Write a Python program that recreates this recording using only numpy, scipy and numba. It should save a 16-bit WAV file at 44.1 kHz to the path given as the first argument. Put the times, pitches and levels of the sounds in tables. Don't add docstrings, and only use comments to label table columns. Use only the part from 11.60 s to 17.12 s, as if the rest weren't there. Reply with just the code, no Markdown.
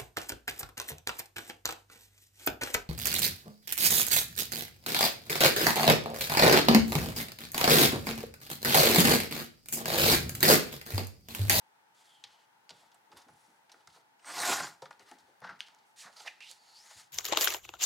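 import sys
import numpy as np
from scipy import signal
from scipy.fft import rfft, irfft, next_fast_len
from scipy.io import wavfile
from scipy.ndimage import uniform_filter1d
from numba import njit

SR = 44100
rng = np.random.default_rng(int(sys.argv[2]) if len(sys.argv) > 2 else 0)


def transcribe(u):
    v = np.clip(np.atleast_2d(u).T, -1, 1)
    q = np.round(v * 32767).astype(np.int16)
    wavfile.write(sys.argv[1], SR, q)


def volts(x):
    e = np.asarray(x, float) / 20
    return 10 ** e


N = 243431

# time in seconds, carriage effort in dB, bite of the edge in dB.
CUT_STROKE = [
    (2.6, -78, -1),
    (2.64, -66.5, -1),
    (2.668, -48, -2.5),
    (2.71, -44, -0.5),
    (2.732, -49, 5.5),
    (2.794, -37, 1.5),
    (2.918, -32.5, 1),
    (3.048, -45, 2),
    (3.15, -70, 2),
]
# time in seconds, pitch in Hz, share in dB.
BLADE_SONG = [
    (2.63, 8370, 5),
    (2.71, 8430, -4.5),
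    (2.74, 7600, -8),
    (3.0, 7600, -26),
    (3.035, 6900, 11),
    (3.06, 6860, 4.5),
    (3.085, 6960, -20),
]
# resonance in Hz, width in Hz, level in dB.
CUT_BOARD = [(550, 77, -8), (707, 76, 3.5), (848, 76, 3.5), (1055, 58, 7), (1203, 170, 0.5), (1454, 103, 4),
             (1700, 230, 2.5), (2180, 1270, -3.5)]
# resonance in Hz, width in Hz, level in dB.
CUT_FIBRE = [(3400, 270, 2.5), (3970, 480, 5.8), (4500, 550, 7.1), (5000, 470, 8.2), (6000, 1460, 5.7)]
# resonance in Hz, width in Hz, level in dB.
CUT_BLADE = [(6600, 210, -21), (7600, 2000, 1.5), (8640, 1500, 1), (10000, 3500, -8.5),
             (13300, 2700, -10.5), (14900, 1300, -22)]
# mode in Hz, level in dB, 60 dB decay in seconds.
BOARD_MODES = [(511.6, -3.5, 0.81), (747, -3.5, 0.021), (832, 7, 0.035), (1054, 0, 0.023),
               (1255, 2.5, 0.16), (1510, -5.5, 0.031), (1910, 0.5, 0.035)]
# mode in Hz, level in dB, 60 dB decay in seconds.
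TABLE_MODES = [(110, -18, 0.71), (178, -0.5, 0.42), (240, -6, 0.089), (364, 6.5, 0.13)]

# frequency in Hz, level in dB.
RUB_COLOUR = [(1200, -44), (2200, 9), (4500, 13), (6500, 4), (8000, -48), (12000, -61)]
# frequency in Hz, level in dB.
HISS_COLOUR = [(5000, -19.5), (7000, 0), (8000, 0), (10000, -2), (13000, -12), (16000, -20)]
# start, rise and fall in seconds, peak in dB, air gap in Hz.
HINGE = [
    (0, .002, 0.078, -80, 3400),
    (.67, 0.0027, 0.18, -62.5, 3100),
    (1.12, 0.0017, 0.26, -68.5, 3440),
]
# start, rise and fall in seconds, peak in dB, air gap in Hz.
CREAK = [
    (.345, 0.07, 0.082, -66, 3440),
    (.44, 0.067, 0.13, -66.5, 3400),
    (1.14, 0.071, 0.07, -69, 3450),
]
# start, rise and fall in seconds, peak in dB, air gap in Hz.
SETTLE = [
    (.646, 0.0017, 0.03, -50.5, 3080),
    (1.106, 0.0013, 0.015, -49.5, 3680),
]
# start, rise and fall in seconds, peak in dB, air gap in Hz.
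FINGERS = [(1.515, 0.015, 0.024, -62.5, 3400), (1.555, 0.017, 0.083, -58, 3550),
           (2.122, 0.0011, 0.017, -59, 4600), (2.138, .002, 0.35, -72, 4660),
           (2.28, 0.088, 0.045, -60.5, 4350), (3.22, 0.026, 0.036, -62.5, 3400),
           (3.308, 0.0021, 0.063, -64.5, 3120), (3.39, 0.0073, 0.089, -60, 2950),
           (3.46, 0.032, 0.092, -58, 2820), (3.58, 0.016, 0.083, -66.5, 3970),
           (3.66, 0.0095, 0.13, -72, 2770)]
# start, rise and fall in seconds, peak in dB, air gap in Hz.
REACH = [
    (1.68, 0.19, 0.22, -73.5, 5670),
    (4.25, 0.057, 0.062, -76.5, 5940),
]
# start, rise and fall in seconds, peak in dB, air gap in Hz.
LIFT = [(3.8175, 0.0016, 0.034, -52, 1100), (3.828, 0.017, 0.028, -42.5, 1400),
        (3.855, 0.019, .035, -47, 1520), (3.889, 0.0038, 0.039, -47.5, 1390),
        (3.9, 0.0089, 0.07, -50.5, 1400), (4.425, 0.021, 0.034, -53.5, 1180),
        (4.455, 0.016, 0.032, -49, 1540), (2.645, 0.028, 0.037, -61, 1130), (2.685, .022, .025, -47, 1600),
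        (2.79, .015, .02, -44, 850), (4.64, .012, .02, -56, 1600)]
# start, rise and fall in seconds, peak in dB, air gap in Hz.
SCRAPE = [
    (3.832, 0.019, 0.016, -55, 3550),
    (3.888, 0.011, 0.014, -54, 3560),
    (3.955, .004, 0.018, -64, 4200),
]
# start, rise and fall in seconds, peak in dB, air gap in Hz.
RAIL_RING = [
    (3.991, 0.0017, 0.018, -57, 3000),
    (4.02, .002, 0.22, -66, 3070),
]
# start, rise and fall in seconds, peak in dB, air gap in Hz.
REBOUND = [
    (4.008, 0.0038, 0.028, -45, 3000),
    (4.062, .01, .012, -55, 3150),
    (2.3, .003, .01, -66, 3500),
    (3.255, 0.0026, .025, -56, 3450),
]
# start, rise and fall in seconds, peak in dB, air gap in Hz.
SWISH = [
    (4.36, 0.048, 0.096, -47, 5570),
    (4.595, 0.025, 0.035, -51, 4700),
    (4.88, 0.031, 0.069, -51.5, 4800),
    (5.35, 0.028, 0.11, -59, 7040),
]
# start, rise and fall in seconds, peak in dB, air gap in Hz.
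DRAG = [
    (4.5, 0.055, 0.03, -64, 4500),
    (4.63, .03, 0.033, -61.5, 3000),
    (4.94, 0.17, 0.081, -63.5, 4640),
]
# start, rise and fall in seconds, peak in dB, air gap in Hz.
TUG = [
    (4.562, 0.0057, 0.037, -54, 4700),
    (4.605, 0.019, .012, -61, 3300),
]
# start, rise and fall in seconds, peak in dB, air gap in Hz.
FLICK = [
    (4.655, 0.023, 0.024, -33, 2300),
    (4.658, 0.0057, .01, -44.5, 3500),
]
# start, rise and fall in seconds, peak in dB, air gap in Hz.
TRAIL = [
    (4.695, .002, 0.096, -59, 2330),
]
# start, rise and fall in seconds, peak in dB, air gap in Hz.
PEEL = [
    (4.804, 0.0017, 0.093, -51.5, 2620),
]
# start, rise and fall in seconds, peak in dB, air gap in Hz.
SKIM = [
    (5.1, 0.087, 0.09, -61, 4670),
]
# start, rise and fall in seconds, peak in dB, air gap in Hz.
PUSH = [
    (5.2, 0.11, 0.1, -55, 5060),
    (5.33, .07, .075, -58, 5200),
]

# time in seconds, gap pitch in Hz, level in dB.
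GAP_SLIDES = [
    [(.35, 3450, -80), (.45, 3400, -76), (.53, 3300, -64.5), (.6, 3100, -74), (.63, 3120, -77)],
    [(4.803, 2700, -62), (4.808, 2600, -49.5), (4.835, 2640, -53.5), (4.86, 2800, -65),
     (4.885, 3470, -55.5), (4.912, 4360, -57.5), (4.94, 4800, -70), (4.955, 4800, -78)],
    [(4.97, 4650, -82), (5.0, 4520, -67), (5.06, 4500, -73), (5.1, 4350, -64), (5.14, 4370, -65),
     (5.175, 4600, -56), (5.2, 5030, -61), (5.25, 6000, -67), (5.3, 6600, -76)],
    [(5.22, 4500, -76), (5.31, 4600, -66), (5.4, 4900, -69), (5.45, 5000, -82)],
]
GAP_SHARES = [.16, .2, .15, .25]

# time in seconds, peak in dB, crack in Hz, board against crack in dB.
RAIL_TAPS = [(.6392, -33, 3460, -20), (1.1044, -38, 4400, -10.5), (1.5174, -52.5, 3450, 3),
             (1.6187, -50, 4930, -14), (1.6844, -56.5, 3580, 4), (2.1176, -43.5, 5050, -9),
             (2.2064, -59, 3550, 1), (2.595, -54.5, 2370, -21), (3.8182, -52, 2000, 5),
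             (3.8447, -51, 2310, 14.5), (4.187, -56.5, 5200, -8)]
# time in seconds, peak in dB, crack in Hz, board against crack in dB.
NAIL_SCUFFS = [(1.3169, -56, 3720, -20), (1.3443, -53.5, 7400, -6), (1.5713, -49.5, 9400, -15),
               (2.0956, -50, 2500, -5), (3.5134, -45, 2340, 3.5), (3.5853, -53, 4830, -18),
               (4.6014, -43, 3300, -2.5), (5.1672, -53, 4430, -19), (5.3094, -49.5, 6230, 1.5)]
# time in seconds, peak in dB, crack in Hz, board against crack in dB.
CARRIAGE_KNOCKS = [(1.5287, -52, 2200, -6), (2.1414, -65.5, 3660, 16), (2.2732, -45, 5500, -1.5),
                   (2.6455, -44, 1720, -13), (2.898, -41, 7380, 0), (2.9234, -22, 2580, -0.5),
                   (2.9349, -31, 6180, -3), (3.0014, -29.5, 2360, 2), (3.0689, -38, 3250, -1.5),
                   (3.2555, -47, 3470, 7), (3.3079, -48, 4500, 10.5), (3.2615, -59, 3400, 10.5),
                   (3.8906, -57, 2300, 20.5)]
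# time in seconds, peak in dB, crack in Hz, board against crack in dB.
END_STOP = [
    (3.2208, -43, 5100, 6.9),
    (2.8, -44.5, 2200, 3.9),
    (4.9, -75, 1500, 16),
]
# time in seconds, peak in dB, crack in Hz, board against crack in dB.
CRISP_SNAPS = [(3.3294, -49, 3500, -11), (3.3955, -44, 4500, -13), (2.672, -49, 10000, -18),
               (3.8038, -53, 4500, -22), (3.8041, -51, 9900, -21), (4.0844, -46, 5000, -5.5),
               (4.148, -47, 6800, -16), (4.529, -49, 4500, -6), (1.0934, -34.5, 3580, -30),
               (1.0978, -39, 4500, -11), (3.409, -50.5, 2500, -3.5), (3.5145, -42.5, 7050, -13),
               (4.9137, -30.5, 7650, -31)]
# time in seconds, peak in dB, crack in Hz, board against crack in dB.
RAIL_SNAP = [
    (4.0056, -22.5, 3040, -20.5),
]
# time in seconds, peak in dB, crack in Hz, board against crack in dB.
PAPER_SNAPS = [
    (4.6718, -47, 2220, 7),
    (4.678, -34.5, 2700, -11),
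    (4.8055, -43, 2740, -7.5),
    (4.8244, -42, 2740, -24),
]
# time in seconds, peak in dB, pitch in Hz.
BUMPS = [(2.789, -58, 100), (2.861, -58, 95), (2.93, -56, 100), (3.42, -70, 95), (3.62, -74, 95),
         (3.29, -63.5, 295), (0.649, -72, 118), (1.106, -62.5, 148), (1.105, -53.5, 533), (1.2, -82, 170),
         (1.501, -61, 363), (1.528, -56.5, 378), (1.534, -65, 110), (1.66, -60, 337), (1.692, -60, 123),
         (1.878, -64, 276), (2.138, -63, 360), (2.275, -63, 122), (2.358, -60, 373), (2.725, -69, 350),
         (2.893, -34, 360), (3.002, -46.5, 155), (3.681, -62, 414), (3.223, -55, 136), (3.398, -59, 386),
         (3.512, -53, 290), (3.817, -53.5, 172), (3.846, -61, 157), (3.892, -57, 190), (4.45, -61, 164),
         (4.599, -66, 377), (5.352, -59.5, 121)]

# time in seconds, left minus right in dB.
HANDS = [
    (0, 1),
    (2.9, -1),
    (3.4, 1.5),
    (3.75, 2),
    (4.9, -4),
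    (5.2, 1),
]
# frequency in Hz, level in dB.
AIR_MID = [(15, -81), (25, -67), (114, -20), (292, -20), (544, -19), (623, -19.5), (886, -8), (1040, -19),
           (1130, -19), (1480, -15), (2470, -25.5), (4990, -30), (7290, -33), (9810, -34), (16000, -37.5)]
# frequency in Hz, level in dB.
AIR_SIDE = [(15, -70), (90, -26), (383, -16.5), (575, -17.5), (862, -6.5), (1330, -16), (1690, -14),
            (10100, -34), (16000, -51)]


def blade():
    at, fade, (effort_db, bite_db) = stroke(CUT_STROKE)
    sing_hz, sing_db = track(BLADE_SONG, np.arange(N))
    judder = grit(N, spread_db=2.2, patchy_db=1.5, rate=120)
    tear = grit(N, spread_db=2.2, patchy_db=1.6, rate=150)

    board = body(judder, CUT_BOARD, wander_db=2.2)
    table_rumble = steep(body(judder, widths(TABLE_MODES), wander_db=4.2), hz=240.0, share=2.3)
    carriage = board + volts(-13) * table_rumble

    sing = steep(tear, sing_hz, share=.1) * volts(2 * walk(40))
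    hiss = body(tear, CUT_BLADE, wander_db=2.2) + volts(sing_db) * sing
    hiss /= np.sqrt(1 + volts(2 * sing_db))
    edge = volts(-4) * body(tear, CUT_FIBRE, wander_db=2.0) + volts(-3.5) * hiss

    out = np.zeros(N)
    out[at] = (carriage[at] + volts(bite_db) * edge[at]) * volts(effort_db) * fade
    return out


def rubbing():
    out = np.zeros(N)
    slip = grit(N, spread_db=1.8, patchy_db=1.8, rate=90)
    plain = colour(slip, RUB_COLOUR)
    hiss = colour(slip, HISS_COLOUR)
    board = steep(body(slip, widths(BOARD_MODES, grip=6.5), wander_db=3.2), hz=1200.0, share=3.3)
    other = np.roll(slip, shift=1500)
    gap_swell = volts(1.9 * walk(44))
    edge_swell = volts(1.5 * walk(40))

    def add(rows, lead_db, drop_db, gap_db, share, octaves, hiss_db, board_db,
            edge_hz=7500, edge_db=-15, edge_share=0.28, bloom=0.27, late=1.8):
        for s, rise, fall, peak_db, hz in rows:
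            rise, fall = max(rise, .001), max(fall, .005)
            at, fade, (db, part) = stroke([(s, peak_db - lead_db, 0),
                                           (s + rise, peak_db, rise / (rise + fall)),
                                           (s + rise + fall, peak_db - drop_db, 1)])
            gap_hz = hz * 2 ** (octaves * part ** late)
            gap = steep(other[at], gap_hz, share) * gap_swell[at] * volts(bloom * (db - peak_db))
            edge = steep(slip[at], edge_hz, edge_share) * volts(edge_db) * edge_swell[at]
            sound = (plain[at] + volts(gap_db) * gap) / np.sqrt(1 + volts(2 * gap_db))
            sound += volts(hiss_db) * (hiss[at] + edge)
            sound += volts(board_db) * board[at]
            out[at] += sound * volts(db - 3) * fade

    add(HINGE, lead_db=6, drop_db=10.0, gap_db=-1, share=.17, octaves=-0.079, hiss_db=-10, board_db=-3.0)
    add(RAIL_RING, lead_db=8, drop_db=10.5, gap_db=-23.0, share=.2, octaves=.01, hiss_db=-10, board_db=0.5)
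    add(CREAK, lead_db=7, drop_db=12, gap_db=-4.5, share=0.12, octaves=-0.19, hiss_db=-3.5, board_db=-6,
        bloom=.9)
    add(SKIM, lead_db=16, drop_db=8.0, gap_db=9, share=0.68, octaves=0.3, hiss_db=-7.0, board_db=-35)
    add(SCRAPE, lead_db=18.5, drop_db=18, gap_db=13, share=0.53, octaves=.01, hiss_db=-17, board_db=-15)
    add(REBOUND, lead_db=8, drop_db=18, gap_db=-2, share=0.15, octaves=.01, hiss_db=-20, board_db=-16.5)
    add(TUG, lead_db=10, drop_db=0, gap_db=0, share=.4, octaves=-0.054, hiss_db=-9.5, board_db=-4,
        edge_hz=6480, edge_db=-3, edge_share=.05)
    add(TRAIL, lead_db=18, drop_db=13, gap_db=-41, share=.2, octaves=0.011, hiss_db=-10, board_db=-4)
    add(PUSH, lead_db=15.5, drop_db=20, gap_db=-3.5, share=0.71, octaves=0.18, hiss_db=-3.0, board_db=-1.5,
        edge_hz=6800, edge_db=-7, edge_share=0.17)
    add(SETTLE, lead_db=-7, drop_db=19, gap_db=-3.0, share=0.037, octaves=.01, hiss_db=-30, board_db=-6.0)
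    add(FINGERS, lead_db=16, drop_db=18, gap_db=-10, share=0.091, octaves=-0.0032, hiss_db=-5.0, board_db=2,
        edge_hz=14000, edge_db=-20.5, edge_share=0.083)
    add(REACH, lead_db=2.0, drop_db=18, gap_db=-2, share=0.17, octaves=0.034, hiss_db=0.5, board_db=1.5,
        edge_hz=9950, edge_db=-8.0, edge_share=0.09)
    add(LIFT, lead_db=18, drop_db=17.5, gap_db=12.5, share=0.45, octaves=-0.052, hiss_db=-36, board_db=-1.0,
        bloom=0.055)
    add(SWISH, lead_db=19, drop_db=25.0, gap_db=-9, share=0.49, octaves=-0.3, hiss_db=-3.0, board_db=-11.0,
        edge_hz=6900, edge_db=-8.5, edge_share=0.56)
    add(DRAG, lead_db=8, drop_db=5.0, gap_db=-12.0, share=0.38, octaves=0.11, hiss_db=-4.5, board_db=-6.0,
        edge_hz=6800, edge_db=-6, edge_share=0.099)
    add(FLICK, lead_db=20, drop_db=26, gap_db=8, share=0.42, octaves=.01, hiss_db=-23.0, board_db=-14.5)
    add(PEEL, lead_db=13, drop_db=4, gap_db=2.5, share=0.57, octaves=0.96, hiss_db=-13.5, board_db=-21,
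        bloom=0.058, late=5.4)
    return out


def gaps():
    out = np.zeros(N)
    fine = grit(N, spread_db=1.5, patchy_db=1.2, rate=70)
    for table, share in zip(GAP_SLIDES, GAP_SHARES):
        at, fade, (hz, db) = stroke(table)
        out[at] += steep(fine[at], hz, max(share, .03)) * volts(db) * fade
    return out


def taps():
    out = np.zeros(N + SR)
    t = np.arange(SR // 12) / SR

    def add(rows, board_hz, scatter_s, share=0.9, bright=0.41):
        for s, db, hz, board_db in rows:
            push = 0.26 * rng.standard_normal(len(t)) * np.exp(-t / max(scatter_s, 1e-4))
            push[0] = 1
            crack = steep(push, hz, share) + bright * steep(push, 4200.0, 0.78)
            crack /= np.max(np.abs(crack))
            board = steep(body(push, widths(BOARD_MODES)), board_hz, 1.92)
            board += 0.62 * steep(push, board_hz, .15)
            board *= 1 - np.exp(-t / 0.0038)
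            board /= np.max(np.abs(board))
            i = int(s * SR)
            out[i:i + len(t)] += volts(db) * (crack + volts(board_db) * board)

    add(RAIL_TAPS, board_hz=860, scatter_s=0.0058)
    add(NAIL_SCUFFS, board_hz=863, scatter_s=0.008)
    add(CARRIAGE_KNOCKS, board_hz=1340, scatter_s=0.0039)
    add(END_STOP, board_hz=527, scatter_s=0.0079)
    add(CRISP_SNAPS, board_hz=1466, scatter_s=0.00082, share=0.76, bright=0.19)
    add(RAIL_SNAP, board_hz=1400, scatter_s=0.00079, share=0.35, bright=0.25)
    add(PAPER_SNAPS, board_hz=1850, scatter_s=0.0026)
    return out[:N]


def bumps():
    out = np.zeros(N + SR)
    t = np.arange(SR // 4) / SR
    for s, db, hz in BUMPS:
        push = rng.standard_normal(len(t)) * (1 - np.exp(-t / 0.00094)) * np.exp(-t / 0.035)
        boom = steep(push, hz, share=.9)
        i = int(s * SR)
        out[i:i + len(t)] += volts(db) * boom / np.max(np.abs(boom))
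    return out[:N]


def echoes(x):
    low_t60_s, treble_t60_s, first_s = .33, 0.37, 0.0064
    t = np.arange(SR // 2) / SR
    low = signal.lfilter([.3], [1, -.7], rng.standard_normal((2, len(t))))
    high = np.diff(rng.standard_normal((2, len(t) + 1))) / 4
    tail = low * volts(-60 * t / low_t60_s) + high * volts(-60 * t / treble_t60_s)
    tail *= np.clip(t / first_s, 0, 1) ** 2
    tail /= np.sqrt(np.sum(tail ** 2, axis=1, keepdims=True))
    return signal.fftconvolve(x[None], tail, axes=1)[:, :N]


def air():
    fan_hz, fan_width_hz, fan_db = 867, 90, -74.5
    hush_db, side_db, left_db = -71, -69.5, 3.5
    sides = np.array([[1], [-1]])
    mid = colour(rng.standard_normal(N), AIR_MID)
    side = colour(rng.standard_normal(N), AIR_SIDE)
    whirr = band(rng.standard_normal(N), fan_hz, fan_width_hz)
    flicker = volts(1.5 * walk(9))
    fan = unit(band(whirr, fan_hz, 2 * fan_width_hz)) * volts(fan_db) * flicker
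    swell_db = 1.2 * walk(2.5)
    middle = volts(hush_db + swell_db) * mid + fan
    return middle * volts(left_db * sides / 2) + volts(side_db) * side * sides


def grit(count, spread_db, patchy_db, rate):
    size = volts(spread_db * rng.exponential(size=count) + patchy_db * walk(rate, count=count))
    return unit(rng.standard_normal(count) * size)


def walk(rate, count=N):
    k = max(int(SR / rate), 1)
    levels = rng.standard_normal(count // 64 + 2)[:count // k + 1]
    held = np.repeat(levels, k)[:count]
    return uniform_filter1d(uniform_filter1d(held, k), k)


def stroke(table):
    at = np.arange(int(table[0][0] * SR), min(int((table[-1][0] + 0.0041) * SR), N))
    fade = np.clip(np.minimum(at - at[0], .5 * (at[-1] - at)) / (0.00035 * SR), 0, 1)
    return at, fade, track(table, at)


def track(table, at):
    s, *columns = np.transpose(table)
    return [np.interp(at / SR, s, c) for c in columns]


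def widths(modes, grip=8.6):
    return [(hz, grip * np.log(1000) / np.pi / t60, db) for hz, db, t60 in modes]


def body(x, peaks, wander_db=0.):
    total = np.zeros(len(x))
    for k, (hz, width, db) in enumerate(peaks):
        swell = volts(db + wander_db * walk(35.44, count=len(x)))
        total += (-1) ** k * swell * band(x, hz, width)
    return unit(total)


def steep(x, hz, share):
    return unit(band(band(x, hz, share * hz), hz, share * hz))


def band(x, hz, width):
    hz = np.clip(hz, 30, .45 * SR)
    return svf(x, np.tan(np.pi * hz / SR) + 0 * x, width / hz + 0 * x)


@njit
def svf(x, g, k):
    y, b, l = np.empty(len(x)), 0., 0.
    for i in range(len(x)):
        v = (b + g[i] * (x[i] - l)) / (1 + g[i] * (g[i] + k[i]))
        b, l, y[i] = 2 * v - b, l + 2 * g[i] * v, k[i] * v
    return y


def colour(x, points):
    hz, db = np.transpose(points)
    size = next_fast_len(len(x))
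    f = np.maximum(np.arange(size // 2 + 1) * SR / size, 1)
    gain = volts(np.interp(np.log(f), np.log(hz), db))
    return unit(irfft(rfft(x, size) * gain, size)[:len(x)])


def unit(x):
    return x / np.sqrt(np.mean(x ** 2))


def scene():
    near = blade() + rubbing() + taps() + bumps() + gaps()
    common, apart = echoes(near)
    sides = np.array([[1], [-1]])
    room = common + 0.34 * band(apart, 2500., 6000.) * sides
    treble = band(band(near, 12500., 4000.), 12500., 4000.)
    glint = volts(-14) * np.roll(treble, shift=30) * sides
    left_db = track(HANDS, np.arange(N))[0]
    return near * volts(left_db * sides / 2) + glint + volts(-12.5) * room + air()


def band_limit(x):
    return signal.sosfilt(signal.butter(12, 16110, fs=SR, output="sos"), x)


def record(dry):
    bass_cut = signal.butter(2, 60, "high", fs=SR, output="sos")
    top_cut = signal.ellip(8, .2, 60, 15900, fs=SR, output="sos")
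    mix = signal.sosfilt(np.vstack([bass_cut, top_cut]), dry)
    return band_limit(mix)


dry = scene()
out = record(dry)
transcribe(out)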